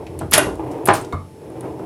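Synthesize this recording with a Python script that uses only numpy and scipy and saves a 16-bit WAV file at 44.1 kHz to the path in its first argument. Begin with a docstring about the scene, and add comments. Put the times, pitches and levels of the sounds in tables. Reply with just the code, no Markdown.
"""A steel ball rolls over a home-made wooden pinball board in a quiet room.
The grain jolts the ball, driving the board's resonances into a rumble. The flipper's linkage clicks;
the flipper snaps against the ball, squeaks, knocks on its stop, then falls back with a clack.
The ball bumps the far rim, which sets the board booming, slows, and rolls back down.
Each impact excites damped modes of wood or plastic, and the room adds a short diffuse tail."""
import sys
import numpy as np
from scipy import signal
from scipy.fft import rfft, irfft
from scipy.io import wavfile
from scipy.ndimage import uniform_filter1d

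SR = 44100
rng = np.random.default_rng(int(sys.argv[2]) if len(sys.argv) > 2 else 0)


def store_wav(level_fs):
    """Save 16-bit WAV to argv[1]."""
    pcm = np.round(np.clip(np.atleast_2d(level_fs), -1, 1) * 32767)
    wavfile.write(sys.argv[1], SR, pcm.T.astype(np.int16))


N = 81585
RING_T = np.arange(int(.6 * SR)) / SR  # seconds after a blow

# The rumble follows the ball's speed. Each row: time in seconds, level in dB.
RUMBLE_LEVEL = [(0, -31), (0.069, -37.5), (.138, -33.5), (.24, -32), (.3, -38.5), (.4, -26), (.5, -26.5),
                (.575, -36), (.6, -26), (.72, -27.5), (.84, -28), (1.0, -30), (1.099, -34), (1.2, -42),
                (1.28, -51), (1.45, -36), (1.55, -35.5), (1.57, -29.5), (1.62, -33), (1.648, -27),
                (1.771, -33), (1.822, -29.5)]
# Broad spectrum of the rumble. Each row: frequency in Hz, relative density in dB.
RUMBLE_SPECTRUM = [(30, -42), (60, -10.5), (115, -4), (210, -12.5), (330, 2), (470, -2.5), (580, -3.5),
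                   (950, -19.5), (1400, -26), (2500, -28.5), (5000, -48), (14000, -41.5)]
# Board resonances driven by rolling. Each row: frequency in Hz, bandwidth in Hz, relative level in dB.
RUMBLE_RESONANCES = [(125.2, 11, -7), (287.4, 28, -11), (319.3, 23.8, -6), (380.3, 36, -7), (448.5, 56, -6)]
# Whirr of a fast ball. Each row: time in seconds, level relative to the rumble in dB.
WHIRR_LEVEL = [(0, -5.5), (.3, -21), (.5, -8.5), (.75, -8.5), (1.0, -8), (1.3, -16.5), (1.7, -9.5)]
# Bass drone of the board as the ball crosses it. Each row: time in seconds, level in dB.
DRONE_LEVEL = [(0, -42), (.12, -37.5), (.24, -29), (.31, -34), (.5, -36), (.62, -43), (.78, -52),
               (1.4, -59.5), (1.718, -40), (1.85, -60)]
# Background hiss. Each row: frequency in Hz, relative density in dB.
HISS_SPECTRUM = [(30, -11.5), (130, 28), (400, 15.5), (1200, -2), (3000, -6.5), (7000, -10.5), (10000, -7),
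                 (15000, -13)]
# Faint steady tones. Each row: frequency in Hz, level in dB.
FAINT_TONES = [(872, -54.5), (5362, -72), (10099, -67)]
# Light contacts of linkage and ball. Each row: start in seconds, level in dB, centre in Hz,
# width in octaves, T60 (time to decay by 60 dB) in seconds.
LIGHT_CONTACTS = [(.066, -42, 2340, 0.85, 0.069), (0.1907, -34, 9940, 0.3, 0.02),
                  (.191, -43, 2500, 1.1, 0.18), (0.3117, -23.5, 12000, 0.3, 0.027),
                  (0.314, -35.5, 2980, 1.7, 0.1), (0.3166, -24.5, 12600, 0.27, 0.018),
                  (0.322, -20.5, 1920, 1.6, 0.14), (.556, -47.5, 11000, 1.1, 0.0089),
                  (0.714, -45.5, 7100, 1.2, 0.096), (0.8556, -20.5, 10900, 0.28, 0.047),
                  (0.8575, -32.5, 2200, 0.93, 0.28), (0.8606, -26, 11700, 0.17, 0.012),
                  (0.874, -27, 9000, 1.4, 0.041), (.8858, -30, 10000, 0.53, 0.0042),
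                  (.935, -25.5, 9380, 0.041, 0.016), (0.9391, -24.5, 6600, 2.2, 0.17),
                  (0.952, -27.5, 6800, 6, 0.19), (1.013, -40.5, 8400, 0.17, 0.057),
                  (1.0472, -43.5, 4630, 0.99, 0.039), (1.125, -44.5, 6520, 2.4, 0.086),
                  (1.502, -52, 9500, 0.12, 0.014), (1.608, -40.5, 9400, 0.17, 0.014),
                  (1.609, -48.5, 2400, 2.1, 0.037), (1.792, -54.5, 3500, 4.3, 0.063)]
# Blows on the wood. Each row: start in seconds, level in dB, low-pass in Hz, high-pass in Hz.
WOOD_BLOWS = [(0.212, -24, 830, 203), (0.2185, -30.5, 1490, 244), (0.3222, -26.5, 1500, 199),
              (.336, -26, 1780, 413), (.379, -11.5, 615, 385), (.392, -20, 530, 282),
              (0.469, -21, 520, 260), (0.595, -27, 565, 390), (0.8735, -21, 2700, 610),
              (.8855, -7, 1670, 300), (0.8885, -6.5, 1570, 1150), (.904, -13.5, 1180, 400),
              (.937, -21.5, 1540, 303), (1.139, -27, 326, 120), (1.503, -34, 420, 284),
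              (1.629, -35.5, 650, 400), (1.642, -28, 420, 250), (1.796, -29.5, 385, 280)]
# Distinct modes of the board. Each row: frequency in Hz, relative level in dB, T60 in seconds.
BOARD_MODES = [(287.8, -5, 0.48), (322.6, 2.5, 0.29), (376.4, -5.5, 0.27), (546, -26, 0.42), (632, 2, 0.27),
               (730.5, -4.5, 0.19), (807.5, 0.5, 0.25), (900, -18.5, 0.26), (923, -7, 0.14),
               (1016, -0.5, .25), (1190, 5.5, 0.15), (1240, -4.5, 0.28), (1414, -12, 0.36),
               (1550, -35, 0.32), (1677, -11, 0.24)]
# Its overlapping modes. Each row: frequency in Hz, relative density in dB, T60 in seconds.
BOARD_BANDS = [(60.5, 15.5, 0.084), (246, 0, 0.0504), (560, 1, 0.066), (1360, 1.5, 0.073),
               (2160, -12, 0.14), (4040, -14.5, 0.19), (9050, -12, 0.063), (15000, -19.5, 0.017)]
# Flipper on ball, then on stop. Each row: start in seconds, dense ring in dB, clear ring in dB.
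FLIPPER_BLOWS = [(0.3314, -15.5, -23), (0.3356, -6.5, -19.5), (0.338, -13, -22.5), (0.3786, -17.5, -16)]
# Overlapping flipper modes. Each row: frequency in Hz, relative density in dB, T60 in seconds.
PLASTIC_BANDS = [(62, -1, 0.21), (302, -3, 0.045), (547, -5.5, 0.73), (1815, -3, 0.15), (2600, -3.5, 0.12),
                 (3480, 1.5, 0.12), (3870, -6.5, 0.09), (4860, -2, 0.072), (7400, -4.5, .12),
                 (9630, 1.5, 0.15), (11720, -4.5, 0.15), (12660, -12, .145), (16000, -20, .15)]
# Distinct flipper modes. Each row: frequency in Hz, relative level in dB, T60 in seconds.
PLASTIC_MODES = [(1421, -2, .3), (1530, 3, .26), (1809, -1, .2), (1914, 0, .24), (2056, -3, .2),
                 (2480, -1, .2), (2781, 1, .17), (2826, -2, .17), (3490, -4, .08), (3813, -6, .17),
                 (5453, -7, .2), (6062, -7, .18), (6592, -5, .17)]
# Booms of the board. Each row: start in seconds, level in dB, fundamental in Hz, T60 in seconds.
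HEAVY_BLOWS = [(0.333, -30, 85.3, 0.37), (0.461, -22.5, 60.2, 0.75), (0.889, -18, 99.4, 0.39),
               (1.137, -17, 90, 0.39)]
# Modes of the pivot. Each row: frequency in Hz, relative level in dB, T60 in seconds.
PIVOT_MODES = [(11090, -6, .17), (11160, -3, .16), (11228, 0, .22)]
# Thuds on the flipper's stop. Each row: start in seconds, level in dB.
STOP_HITS = [(.3792, -20.5), (.3827, -20.5)]
# Modes of the rim. Each row: frequency in Hz, relative level in dB, T60 in seconds.
RIM_MODES = [(329.5, 0, 0.12), (484, 5, .05), (588, -6.5, 0.21), (707, -1, 0.2), (1002, 2, 0.18),
             (1130, 1.5, 0.15), (1165, 3.5, 0.23), (1225, -1.5, 0.22), (1227, -5.5, 0.13), (1373, 0, 0.07),
             (2147, -4.5, 0.095), (3710, -6.5, 0.038), (4400, -17, 0.073)]
# Reverberation of the room. Each row: frequency in Hz, relative gain in dB, T60 in seconds.
ROOM = [(60, 11.5, .97), (406, 2, .13), (2110, 6, .27), (5970, 1, .33), (9950, -3, .36),
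        (15260, -20.5, .14)]


def from_db(db):
    """Decibels to amplitude ratio."""
    return 10 ** (np.asarray(db) / 20)


def rms_one(x):
    """Scale to an rms of 1."""
    return x / np.sqrt(np.mean(x ** 2) + 1e-20)


def unit_hit(x):
    """Scale to the energy of 10 ms at an rms of 1."""
    return x * np.sqrt(.01 * SR / (np.sum(x ** 2) + 1e-20))


def at_hz(table, hz, column=1):
    """Interpolate a column on a log-frequency axis."""
    table = np.array(table)
    return np.interp(np.log(np.maximum(hz, 1)), np.log(table[:, 0]), table[:, column])


def colour(x, spectrum):
    """Spectral shaping of a steady signal; rms 1."""
    gain = from_db(at_hz(spectrum, np.fft.rfftfreq(len(x), 1 / SR)))
    return rms_one(irfft(rfft(x) * gain, len(x)))


def cut(x, hz, kind, order=2):
    """Butterworth low-, high- or band-pass filter."""
    return signal.sosfilt(signal.butter(order, hz, kind, fs=SR, output="sos"), x)


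def resonate(x, hz, width_hz):
    """Two resonators in cascade give one peak with steep skirts; rms 1."""
    b, a = signal.iirpeak(hz, hz / width_hz, fs=SR)
    return rms_one(signal.lfilter(b, a, signal.lfilter(b, a, x)))


def level(curve):
    """Interpolate a dB curve into a gain at every sample."""
    return from_db(np.interp(np.arange(N) / SR, *np.transpose(curve)))


def steady(x, curve):
    """Drop the run-in, divide by the running rms and impose a level curve."""
    x = x[-N:]
    return x / np.sqrt(uniform_filter1d(x ** 2, size=2000) + 1e-9) * level(curve)


def add(out, start_s, x):
    """Superpose a sound at its start time."""
    i = int(start_s * SR)
    out[i:i + len(x)] += x[:len(out) - i]


def fade(t60):
    """Exponential decay by 60 dB in t60 seconds."""
    return np.exp(-np.log(1000) * RING_T / t60)


def crack():
    """Attack transient: extra gain in the first milliseconds of a blow."""
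    return 1 + from_db(-2) * fade(t60=.015)


def dense_ring(bands):
    """Modal overlap: crowded modes merge into half-octave noise bands, each with its own decay."""
    hz = np.fft.rfftfreq(len(RING_T), 1 / SR)
    spectrum = np.exp(2j * np.pi * rng.random(len(hz))) * from_db(at_hz(bands, hz))
    edges = np.geomspace(40, 18000, 19)
    ring = np.zeros(len(RING_T))
    for low, high in zip(edges, edges[1:]):
        band = irfft(spectrum * (hz >= low) * (hz < high), len(RING_T))
        ring += band * fade(at_hz(bands, np.sqrt(low * high), column=2))
    return unit_hit(ring)


def clear_ring(modes, spread_db=2):
    """Free vibration as damped sines; each blow lands elsewhere and favours other modes."""
    ring = np.zeros(len(RING_T))
    for k, (hz, db, t60) in enumerate(modes):
        amplitude = (-1) ** k * from_db(db + spread_db * rng.standard_normal())
        ring += amplitude * np.sin(2 * np.pi * hz * RING_T) * fade(t60)
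    return unit_hit(ring)


def bumps(per_second=1800):
    """Shot noise: random jolts from the grain, with a run-in to let resonances build."""
    count = N + len(RING_T)
    return rng.choice([-1, 1], count) * (rng.random(count) < per_second / SR)


def rolling(drone_hz=85, drone_width_hz=30.5, overtone_ratio=1.97):
    """Forced vibration: the ball's jolts on the grain drive the board's resonances."""
    rumble = from_db(-2) * colour(bumps(), RUMBLE_SPECTRUM)
    rumble += sum(from_db(db) * resonate(bumps(), hz, width) for hz, width, db in RUMBLE_RESONANCES)
    whirr = cut(bumps(), hz=[526, 1002], kind="band", order=4)
    whirr = steady(whirr, RUMBLE_LEVEL) * level(WHIRR_LEVEL)
    drone = resonate(bumps(), drone_hz, drone_width_hz)
    drone += from_db(-7.5) * resonate(bumps(), overtone_ratio * drone_hz, overtone_ratio * drone_width_hz)
    return steady(rumble, RUMBLE_LEVEL) + whirr + steady(drone, DRONE_LEVEL)


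def background():
    """The noise floor: stationary hiss and faint pure tones."""
    t = np.arange(N) / SR
    hiss = from_db(-43) * colour(rng.standard_normal(N), HISS_SPECTRUM)
    return hiss + sum(from_db(db) * np.sqrt(2) * np.sin(2 * np.pi * hz * t) for hz, db in FAINT_TONES)


def clicks(skirt=2.2):
    """Impulse response: each light contact rings briefly in one broad treble resonance."""
    out = np.zeros(N)
    hz = np.fft.rfftfreq(len(RING_T), 1 / SR) + 1
    for start, db, centre_hz, octaves, t60 in LIGHT_CONTACTS:
        peak = (1 + (np.log2(hz / centre_hz) / octaves) ** 2) ** (-skirt / 2)
        noise = irfft(peak * np.exp(2j * np.pi * rng.random(len(hz))), len(RING_T))
        low_edge_hz = max(centre_hz / 2 ** (3 * octaves), 10)  # three widths below the centre
        add(out, start, from_db(db) * unit_hit(cut(noise * fade(t60), low_edge_hz, "high")))
    return out


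def knocks():
    """Impact excitation: flipper and ball strike the wood; softer contacts excite less treble."""
    out = np.zeros(N)
    for start, db, low_pass_hz, high_pass_hz in WOOD_BLOWS:
        wood = from_db(-2.5) * clear_ring(BOARD_MODES) + from_db(2) * dense_ring(BOARD_BANDS)
        dulled = cut(wood * crack(), low_pass_hz, "low")
        add(out, start, from_db(db) * unit_hit(cut(dulled, high_pass_hz, "high")))
    return out


def flipper_snaps():
    """Broadband excitation: a quick run of hard contacts rings the plastic flipper brightly."""
    out = np.zeros(N)
    for start, dense_db, clear_db in FLIPPER_BLOWS:
        add(out, start, from_db(dense_db) * dense_ring(PLASTIC_BANDS) * crack())
        add(out, start, from_db(clear_db) * clear_ring(PLASTIC_MODES))
    return out


def booms(overtone_ratio=1.6):
    """Plate bending: heavy blows flex the whole board in its two lowest modes."""
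    out = np.zeros(N)
    for start, db, hz, t60 in HEAVY_BLOWS:
        phase = 2 * np.pi * hz * RING_T
        overtone = from_db(-6) * np.sin(overtone_ratio * phase) * fade(.82 * t60)
        add(out, start, from_db(db) * unit_hit(np.sin(phase) * fade(t60) + overtone))
    return out


def pivot_squeak(start_s=.3755, hz=11215, rise_s=.0051, hold_s=.0023, fall_s=.0041):
    """Friction excites a brief high tone at the end of the swing and leaves the pivot ringing."""
    t = np.arange(N) / SR - start_s
    swell = np.interp(t, np.cumsum([0, rise_s, hold_s, fall_s]), [0, 1, 1, 0])
    out = from_db(-3.5) * swell * np.sin(2 * np.pi * hz * t)
    add(out, start_s + rise_s + hold_s, from_db(-20.5) * clear_ring(PIVOT_MODES))
    return out


def stop_thuds(hz=610, t60=.05):
    """Heavy damping: the flipper's stop sounds one short-lived mode, a hollow thud."""
    out = np.zeros(N)
    thud = unit_hit(np.sin(2 * np.pi * hz * RING_T) * fade(t60))
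    for start, db in STOP_HITS:
        add(out, start, from_db(db) * thud)
    return out


def rim_bump(start_s=1.125):
    """Coupled vibration: the ball strikes the wooden rim, which rings hollow; the board joins in."""
    out = np.zeros(N)
    board = from_db(-8.5) * unit_hit(cut(dense_ring(BOARD_BANDS), hz=1960, kind="low"))
    add(out, start_s, from_db(-22) * (clear_ring(RIM_MODES) + board))
    return out


def room(x, delay_s=.009, frame=512):
    """Reverberation: a small room stores energy at each frequency and returns a diffuse, dying tail."""
    hz, t, spectra = signal.stft(x, SR, nperseg=frame)
    retention = from_db(-60 * t[1] / at_hz(ROOM, hz, column=2)) ** 2  # energy kept per time step
    energy = np.array([signal.lfilter([1 - kept], [1, -kept], np.abs(row) ** 2)
                       for kept, row in zip(retention, spectra)])
    noise = signal.stft(rng.standard_normal(N), SR, nperseg=frame)[2]
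    diffuse = noise / np.std(noise) * np.sqrt(energy) * from_db(at_hz(ROOM, hz))[:, None]
    tail = signal.istft(diffuse, SR, nperseg=frame)[1]
    out = np.zeros(N)
    add(out, delay_s, from_db(-10.5) * tail)
    return out


def scene():
    """Superposition: the contacts and their reverberation, over booms, rolling and background."""
    hits = knocks() + flipper_snaps() + stop_thuds() + clicks() + pivot_squeak() + rim_bump()
    return (hits + room(hits) + booms() + rolling() + background())[None]


def record(dry, knee=6, cutoff_hz=15800):
    """Band limiting and saturation: the microphone rolls off both ends, peaks overload, the top is cut."""
    heard = cut(dry, hz=11770, kind="low")
    heard = cut(heard, hz=46.2, kind="high")
    clipped = heard / (1 + np.abs(heard) ** knee) ** (1 / knee)
    return signal.sosfilt(signal.ellip(10, .1, 70, cutoff_hz, fs=SR, output="sos"), clipped)


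dry = scene()
out = record(dry)
store_wav(out)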